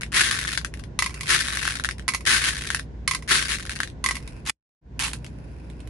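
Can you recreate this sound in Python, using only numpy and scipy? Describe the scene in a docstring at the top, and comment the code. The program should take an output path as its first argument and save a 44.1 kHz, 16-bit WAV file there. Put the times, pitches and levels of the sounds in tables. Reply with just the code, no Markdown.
"""A low wavering hum over soft rushing air, and at once the dry clacks of small stone beads dug by hand in a glass bowl.
Filtered noise and sines make the hum; noise cracks, short knocks and damped glass modes make the bowl.
Picked beads drop, over and over, into a clear plastic box: each landing and bounce cracks and briefly rings its walls.
Fingers rub in dense noise grains, and later jostle the filled box in dry clicks; a small room answers the beads.
Near the end of the digging and dropping the sound drops out for a moment, then fades back in."""
import sys
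import numpy as np
from scipy import signal
from scipy.fft import rfft, irfft, next_fast_len
from scipy.io import wavfile
from scipy.ndimage import map_coordinates

SR = 44100
rng = np.random.default_rng(int(sys.argv[2]) if len(sys.argv) > 2 else 0)


def wav_out(sig):
    """Save sig, one row per channel (or a flat mono array), as 16-bit PCM at SR to the path in sys.argv[1]."""
    wavfile.write(sys.argv[1], SR, np.round(np.clip(np.atleast_2d(sig).T, -1, 1) * 32767).astype(np.int16))


N = 259749  # length in samples


def amp(db):
    """Decibel law: amplitude ratio of a level in dB."""
    return 10 ** (np.asarray(db) / 20)


def unit(x):
    """Normalisation to a root-mean-square value of one."""
    return x / np.sqrt(np.mean(x ** 2) + 1e-20)


def along(points, hz):
    """Interpolation of (f/Hz, value) points on a logarithmic frequency axis."""
    f, value = np.transpose(points)
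    return np.interp(np.log(hz + 1), np.log(f + 1), value)


def pan(db):
    """Interaural level difference: left and right gains for left minus right in dB."""
    return amp(np.array([db / 2, -db / 2]).reshape(2, -1))


def wobble(rate):
    """Band-limited fluctuation: a smooth random curve through rate knots a second."""
    knots = rng.standard_normal(int(N * rate / SR) + 4)
    return map_coordinates(knots, [np.arange(N) * rate / SR])


def filtered(x, response):
    """Linear filtering: the spectrum of x times a response of frequency."""
    size = next_fast_len(N + SR // 2)
    hz = np.fft.rfftfreq(size, 1 / SR)
    return irfft(rfft(x, size) * response(hz), size)[..., :N]


def convolve(x, tail):
    """Superposition: x sounded through an impulse response."""
    return signal.fftconvolve(np.atleast_2d(x), np.atleast_2d(tail), axes=1)[:, :N]


def colour(x, points, size=2048):
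    """Minimum-phase filtering: a causal filter, folded in the cepstrum, with the given (f/Hz, level/dB) curve."""
    hz = np.fft.rfftfreq(size, 1 / SR)
    cepstrum = irfft(np.log(amp(along(points, hz))))
    cepstrum[1:size // 2] *= 2
    cepstrum[size // 2 + 1:] = 0
    return convolve(x, irfft(np.exp(rfft(cepstrum))))


def place(times, grains):
    """Superposition of events: one grain a row added in at its time."""
    index = np.round(times * SR).astype(int)[:, None] + np.arange(grains.shape[1])
    return np.bincount(index.ravel(), grains.ravel(), N)[:N]


def cracks(times, gains, t60, alike, size=700):
    """Impact noise: a brief decaying stereo burst for each contact, partly different at the two ears."""
    t = np.arange(size) / SR
    fade = gains[:, None] * amp(-60 * t / t60) * (1 - np.exp(-t / 0.0002))
    shared, left, right = rng.standard_normal((len(times), 3, size)).transpose(1, 0, 2)
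    alike = np.clip(alike, 0, 1)
    sides = pan(2.7 * rng.standard_normal(len(times)))  # each contact radiates in its own direction
    bursts = np.sqrt(alike) * shared + np.sqrt(1 - alike) * np.array([left, right])
    return np.array([place(times, side[:, None] * fade * burst) for side, burst in zip(sides, bursts)])


def ring(modes, scatter_db=0, detune=0, size=4000):
    """Modal superposition: decaying cosines, optionally scattered in level and pitch, cut off after size samples."""
    t = np.arange(size) / SR
    out = 0
    for hz, db, t60, side in modes:
        phase = 2 * np.pi * hz * (1 + detune * rng.normal()) * t + np.pi * rng.integers(2)
        skew = np.array([[1], [-1]]) * rng.normal() * hz / 3500  # the two ears hear high modes out of step
        decay = amp(db + scatter_db * rng.normal() - 60 * t / t60)
        out = out + pan(side) * decay * np.cos(phase + skew)
    return out


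def collisions(flow, rate, crowding, spread_db):
    """Inhomogeneous random process: contacts whose power follows flow, as more and stronger blows."""
    density = rate * (flow / flow.max()) ** np.clip(crowding, .3, 1.5)  # contacts per second
    at = np.flatnonzero(rng.random(N) < density / SR)
    sizes = amp(spread_db * np.clip(rng.standard_normal(len(at)), -2, 2))
    return at / SR, unit(sizes) * flow[at] / np.sqrt(density[at] / rate)


def swells(rows):
    """Gesture envelope: the gain rises, holds and falls along straight lines in dB."""
    SWELL_DB = 23  # height of the rise, and drop over each fall time
    t = np.arange(N) / SR
    out = 0
    for start, rise, hold, fall, db in rows:
        rising = np.maximum(1 - (t - start) / rise, 0)
        falling = np.maximum(t - start - rise - hold, 0) / fall
        out = out + (t >= start) * amp(db - SWELL_DB * (rising + falling))
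    return out


# spectral density of the rushing air: (f/Hz, relative level/dB per Hz)
AIR_SPECTRUM = [(12, -46), (20, -38.5), (48, -1.5), (157, -9.5), (254, -12.5), (722, -26.5), (826, -29),
                (996, -27.5), (1270, -41.5), (1450, -32.5), (1570, -34), (2110, -38.5), (2680, -43),
                (6480, -52), (12000, -73), (15600, -106), (22000, -120)]
# left-right correlation of the air: (f/Hz, likeness from 0 to 1)
AIR_LIKENESS = [(60, 0.81), (150, 0.98), (300, 0.85), (800, 0.047), (3000, .1)]
# tones of the hum: (f/Hz, mean amplitude level/dB)
HUM_TONES = [(59.5, -38.5), (120, -47), (150.5, -47), (210, -62.5)]


def background():
    """Broadband flow noise with tones: an electric fan or similar appliance hums over low rushing air."""
    # turning power from mid to side sets the correlation of the two ears
    turn = lambda f: np.arccos(np.clip(along(AIR_LIKENESS, f), -1, 1)) / 2
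    response = lambda f: amp(along(AIR_SPECTRUM, f)) * [np.cos(turn(f)), np.sin(turn(f))]
    mid, side = filtered(rng.standard_normal((2, N)), response)
    air = amp(-40) * unit(np.array([mid + side, mid - side]))
    t = np.arange(N) / SR
    hum = 0
    for hz, db in HUM_TONES:
        hum = hum + amp(db + 1.2 * wobble(4.2)) * np.sin(2 * np.pi * hz * t + 0.14 * wobble(4))
    return pan(-.8) * (air + hum)


# the hand digging into the bowl:
# (start t/s, plunge duration/s, push duration/s, lift-off t/s, push level/dB, grip level/dB)
SCOOPS = [(0, 0.0023, 0.003, .004, -27, -52), (.119, .026, 0.092, 0.56, -18.5, -33),
          (1.255, .042, 0.052, 1.74, -17.5, -32), (2.246, .028, 0.079, 2.752, -17.5, -35),
          (3.272, .033, .048, 3.777, -16.5, -35.5)]
# the fingers closing on beads: (start t/s, rise/s, hold/s, fall/s, level/dB)
SQUEEZES = [(.27, 0.039, .04, .3, -27), (1.58, 0.057, 0.068, 0.088, -30), (2.37, .07, .055, .04, -23),
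            (3.39, 0.12, .02, 0.049, -25)]


def digging():
    """Force envelope: the hand plunges, pushes, eases exponentially into a grip, squeezes and lifts away."""
    PLUNGE_DB = 20  # rise of the rattle as the fingers enter the heap
    CLOSE_S = .075  # time constant of the easing from push to grip
    LIFT_DB_PER_S = 260  # fall of the rattle as the hand leaves
    t = np.arange(N) / SR
    effort = 0
    for start, plunge, push, lift, push_db, grip_db in SCOOPS:
        entering = np.maximum(1 - (t - start) / plunge, 0)
        pushing = np.exp(-np.maximum(t - start - plunge - push, 0) / CLOSE_S)
        leaving = np.maximum(t - lift, 0)
        db = grip_db + (push_db - grip_db) * pushing - PLUNGE_DB * entering - LIFT_DB_PER_S * leaving
        effort = effort + (t >= start) * amp(db)
    return np.hypot(effort, swells(SQUEEZES))


# colour of the crack of stone on stone: (f/Hz, level/dB)
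STONE_COLOUR = [(100, -16.5), (330, -11), (580, -20), (780, -17), (1100, -0.5), (1650, 1.5), (2300, 6.5),
                (4000, 4), (6000, 0.5), (8000, -2.5), (10200, 2), (11300, -6.5)]


def clacks(times, gains, pitch_hz, knock_db, knock_t60, crack_t60, size=500):
    """Damped impact of stone on stone: a sharp crack and a knock of a few cycles from the packed heap."""
    t = np.arange(size) / SR
    swell = (gains * amp(knock_db))[:, None] * (1 - np.exp(-t / 0.00088)) * amp(-60 * t / knock_t60)
    lead = .00005 * rng.standard_normal((len(times), 1))  # seconds: each bead lies nearer one ear
    turns = 2 * np.pi * pitch_hz[:, None]
    knocks = np.array([place(times, swell * np.sin(turns * (t + shift))) for shift in (lead, -lead)])
    return colour(cracks(times, gains, crack_t60, alike=0.062), STONE_COLOUR) + knocks


# the clearest single beads knocking in the bowl:
# (t/s, relative level/dB, knock f/Hz, relative knock-to-crack level/dB)
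SINGLE_CLACKS = [(0.0331, -17, 2010, 6.5), (0.3121, -3.5, 1900, -4.5), (0.45, -19.5, 1710, 9),
                 (0.4785, -15, 1810, 6), (0.5754, -6, 1630, 0.5), (0.6474, -10, 1587, 0),
                 (0.7393, -21, 1840, 0.5), (0.7961, -26.5, 1750, -5.5), (0.838, -28, 1500, -14.5),
                 (1.484, -9.5, 1730, -1), (1.5719, -8.5, 1750, 1), (1.6282, -12.5, 1710, 0.5),
                 (1.6527, -13, 1534, 4), (1.6777, -7.5, 1589, 3), (1.7072, -14, 1730, 1.5),
                 (1.7544, -12.5, 1745, 0), (1.7977, -16.5, 1570, 5.5), (1.8384, -12, 1560, -10),
                 (1.8465, -6.5, 1690, 2), (1.8547, -14.5, 1830, 2), (1.889, -11, 1680, 3.5),
                 (1.9104, -14.5, 1900, -5.5), (1.983, -26, 1860, -7), (1.9952, -24.5, 1730, 1),
                 (2.0232, -36, 2040, -1.5), (2.6728, -14, 1710, -7), (2.7031, -8.5, 1657, 3.5),
                 (2.747, -5.5, 1800, 1.5), (2.7704, -25, 1780, 7.5), (2.7952, -17.5, 1690, 2),
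                 (2.8285, -37, 1778, -3), (3.695, -11, 1704, -1), (3.7642, -26, 1716, 6),
                 (3.8031, -9.5, 1660, 6.5), (3.8327, -11.5, 1804, 4.5), (3.8747, -23, 1850, 0.5),
                 (3.9, -31, 1930, -4.5)]
# modes of the glass under the heap: (f/Hz, relative level/dB, t60/s, left minus right level/dB)
GLASS_MODES = [(2440, -5, 0.18, 10), (2790, -2, 0.36, 13), (2980, -24.5, 0.45, -16),
               (3550, 4.5, 0.12, 10.5), (4040, -12, .1, -12.5), (4950, -7, .08, 6.5)]
# the laden bowl shuddering on the table: (f/Hz, relative level/dB, t60/s, left minus right level/dB)
SHUDDER_MODES = [(230, -5.5, .05, -1), (287, -3.5, 0.032, 0), (361, -0.5, 0.036, 1)]
# direction of the bowl's clacks: (f/Hz, left minus right level/dB)
BOWL_SIDE = [(300, -3), (900, 6.5), (1500, 9), (2200, 0), (3800, 4.5), (6000, 2.5), (10000, 1)]


def bowl():
    """Granular excitation of damped modes: showers and single clacks feed the glass; the showers shake the bowl."""
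    CLUMP_DB, CLUMPS_PER_S = 1.55, 150  # the heap sticks and gives way in little avalanches
    SHUDDER_GROWS = 1.443  # exponent: the bowl shakes mostly under the hardest pushes
    flow = digging() * amp(CLUMP_DB * np.clip(wobble(CLUMPS_PER_S), -2, 2))
    times, gains = collisions(flow, rate=1900, crowding=1.05, spread_db=1.0)
    pitches = 1790 * np.exp(0.1 * rng.standard_normal(len(times)))
    shower = amp(-1.72) * clacks(times, gains, pitches, knock_db=5.0, knock_t60=0.0072, crack_t60=0.01)
    s, db, hz, knock_db = np.transpose(SINGLE_CLACKS)
    singles = amp(-4) * clacks(s, amp(db), hz, knock_db + 11.5, knock_t60=0.0045, crack_t60=0.009)
    beads = shower + singles
    glass = convolve(beads.mean(axis=0), ring(GLASS_MODES))
    shudder = convolve(place(times, gains[:, None] ** SHUDDER_GROWS), ring(SHUDDER_MODES))
    sided = filtered(beads, lambda f: pan(along(BOWL_SIDE, f)))
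    return sided + amp(-60) * glass + amp(-23) * shudder


# reverberation of the small room: (f/Hz, t60/s)
ROOM_DECAY = [(300, 0.022), (2000, 0.08), (6000, 0.12), (11000, 0.1)]


def room(x):
    """Diffuse reverberation: the table and near walls answer with a short tail of decaying noise."""
    hz, t, z = signal.stft(rng.standard_normal((2, SR // 3)), SR, nperseg=256)
    decay = amp(-60 * t / along(ROOM_DECAY, hz)[:, None])
    tail = signal.istft(z * decay, SR, nperseg=256)[1]
    tail = np.pad(tail, ((0, 0), (SR // 400, 0)))  # the tail starts 2.5 ms late
    return convolve(x, tail / np.linalg.norm(tail[0]))


def bounces(s, db, count=2):
    """Inelastic rebound: each landing is followed by ever softer bounces after uneven flights."""
    FLIGHT_S, FLIGHT_SCATTER = .05, 0.31  # median flight and its logarithmic spread
    LOSS_DB = 18.5  # loss at each bounce
    flights = FLIGHT_S * np.exp(FLIGHT_SCATTER * rng.standard_normal((len(s), count)))
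    times = s[:, None] + np.cumsum(np.pad(flights, ((0, 0), (1, 0))), axis=1)
    return times, db[:, None] - LOSS_DB * np.arange(count + 1)


# beads landing in the nearly empty box: (t/s, relative level/dB, relative ring-to-crack level/dB)
DROPS = [(0.99, -6, 0), (1.023, -10.5, 4), (1.042, -15.5, -3), (1.061, -14, 3.5), (1.142, -22, -6),
         (1.209, -16.5, -7.5), (1.232, -21, 0), (2.08, -10.5, -0.5), (2.087, -9, 3.5), (2.137, -17.5, 1.5),
         (2.147, -10.5, 0.5), (3.077, -6, 0), (3.111, -10, 2.5), (3.135, -19.5, 2), (3.148, -12.5, 2),
         (4.041, -10.5, 4), (4.061, -9, 2.5), (4.088, -13, 3.5), (4.11, -14, 3), (4.154, -18.5, -3),
         (4.167, -22.5, 3), (4.276, -27, -3)]
# wall modes of the plastic box: (mean f/Hz, mean relative level/dB, t60/s, left minus right level/dB)
BOX_MODES = [(1006, -7, 0.052, 8.5), (1090, -7.5, 0.039, 7.5), (1230, -6, 0.034, 1), (1604, -20, 0.079, 17),
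             (1997, 3.5, 0.029, -2.5), (2129, -3.5, 0.032, -2.5), (2286, -12, 0.093, -1),
             (2450, -16, 0.034, -3.5), (3600, -10.5, 0.0091, -7), (4440, -8, 0.0088, -7.5),
             (5250, -8, 0.019, -2.5), (7100, -14, .012, 2)]
# colour of the crack of stone on plastic: (f/Hz, level/dB)
PLASTIC_COLOUR = [(100, -14.5), (750, -24.5), (1000, 1), (1500, -4.5), (2200, 10.5), (3500, 3), (5000, 5),
                  (8000, 0.5), (10200, 5.5), (11300, -2)]


def box():
    """Impulsive modal excitation: each landing and bounce cracks on the plastic and rings its walls."""
    s, db, ring_db = np.transpose(DROPS)
    times, levels_db = bounces(s, db)
    times = times.ravel()
    ring_levels_db = (levels_db + ring_db[:, None]).ravel()
    # each blow meets the modes at new strengths, and the load of beads shifts them a little
    rings = np.array([amp(level) * ring(BOX_MODES, scatter_db=2.0, detune=0.012) for level in ring_levels_db])
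    walls = np.array([place(times, side) for side in rings.transpose(1, 0, 2)])
    impacts = cracks(times, amp(levels_db.ravel()), t60=0.028, alike=0.3, size=1600)
    return amp(-12) * walls + pan(-3) * amp(-8.0) * colour(impacts, PLASTIC_COLOUR)


# fingertips sliding over beads and plastic: (start t/s, rise/s, hold/s, fall/s, relative level/dB)
RUBS = [(1.08, 0.08, 0.023, 0.071, -39), (1.2, 0.064, .015, 0.018, -39.5), (4.16, 0.085, 0.142, .08, -50.5),
        (5.15, 0.082, .64, .05, -57.5)]
# colour of the rubbing: (f/Hz, relative level/dB)
SKIN_COLOUR = [(300, -25.5), (900, -14), (1500, 1), (2100, -5), (2600, 3), (3300, -17.5), (4300, -15),
               (5000, -6), (6200, -17), (8500, -16.5), (10000, -9.5), (11500, -21.5)]


def rub():
    """Stick-slip friction: skin slips in tiny dense grains, with a tick now and then as a bead gives way."""
    flow = swells(RUBS)
    grains = unit(rng.standard_normal((2, N)) * amp(4.5 * wobble(610))) * flow
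    ticks = cracks(*collisions(flow, rate=53, crowding=0.36, spread_db=9.5), t60=.006, alike=.3)
    return amp(7.0) * colour(grains + amp(1.5) * ticks, SKIN_COLOUR)


# beads shifting in the filled box: (start t/s, rise/s, hold/s, fall/s, relative level/dB)
JOSTLES = [(4.435, .06, .008, .01, -26), (4.988, 0.0086, 0.059, .09, -27)]
# dry clicks of beads and nails on the filled box: (t/s, relative level/dB)
TAPS = [(4.4632, -23), (4.4724, -17), (4.4959, -8), (4.9931, -13.5), (4.999, -15.5), (5.0212, -17),
        (5.0394, -16), (5.0488, -17), (5.1329, -15), (5.1424, -36), (5.245, -27.5), (5.2642, -30.5),
        (5.7, -37.5), (5.8038, -37), (5.874, -34)]
# colour of clicks among beads packed in the box: (f/Hz, level/dB)
PACKED_COLOUR = [(100, -19.5), (620, -22.5), (880, 2.5), (1300, 1.5), (1700, 4), (2700, 4.5), (4000, 0.5),
                 (7000, -3), (10200, -2), (11300, -6)]


def filled_box():
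    """Mass loading and damping: packed beads still the walls, leaving only dry clicks and a short rattle."""
    s, db = np.transpose(TAPS)
    taps = cracks(s, amp(db), t60=0.016, alike=0.39)
    contacts = collisions(swells(JOSTLES), rate=900, crowding=0.53, spread_db=1.5)
    shifting = cracks(*contacts, t60=0.0059, alike=0.44)
    return pan(-1.4) * colour(amp(-1.5) * taps + amp(8.5) * shifting, PACKED_COLOUR)


def dropout():
    """Amplitude gating: the gain ducks sharply, sinks to near silence, then fades back in linearly."""
    MUTE_S, MUTE_STEP_DB, MUTE_DB_PER_S, MUTE_DB = 4.503, 21.5, 449, -67  # start, first step, further fall, floor
    UNMUTE_S, FADE_IN_S = 4.812, 0.18  # the return and its length
    t = np.arange(N) / SR
    since = np.maximum(t - MUTE_S, 0)
    sinking_db = -MUTE_STEP_DB * np.minimum(since / 0.0041, 1) - MUTE_DB_PER_S * since
    return np.maximum(amp(np.maximum(sinking_db, MUTE_DB)), np.clip((t - UNMUTE_S) / FADE_IN_S, 0, 1))


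def scene():
    """Superposition of sources: hum, bowl, box and fingers, with room reverberation on the beads."""
    hum = background()
    beads = bowl() + box() + filled_box()
    return dropout() * (hum + beads + amp(-4.0) * room(beads) + rub())


def record(dry):
    """Soft saturation and band limitation: the highest peaks are rounded and the top treble is cut steeply."""
    CUTOFF_HZ = 11350  # half-power frequency
    rounded = dry / (1 + np.abs(dry / 0.67) ** 4) ** (1 / 4)
    return filtered(rounded, lambda f: 1 / np.sqrt(1 + (f / CUTOFF_HZ) ** 110))


dry = scene()
out = record(dry)
wav_out(out)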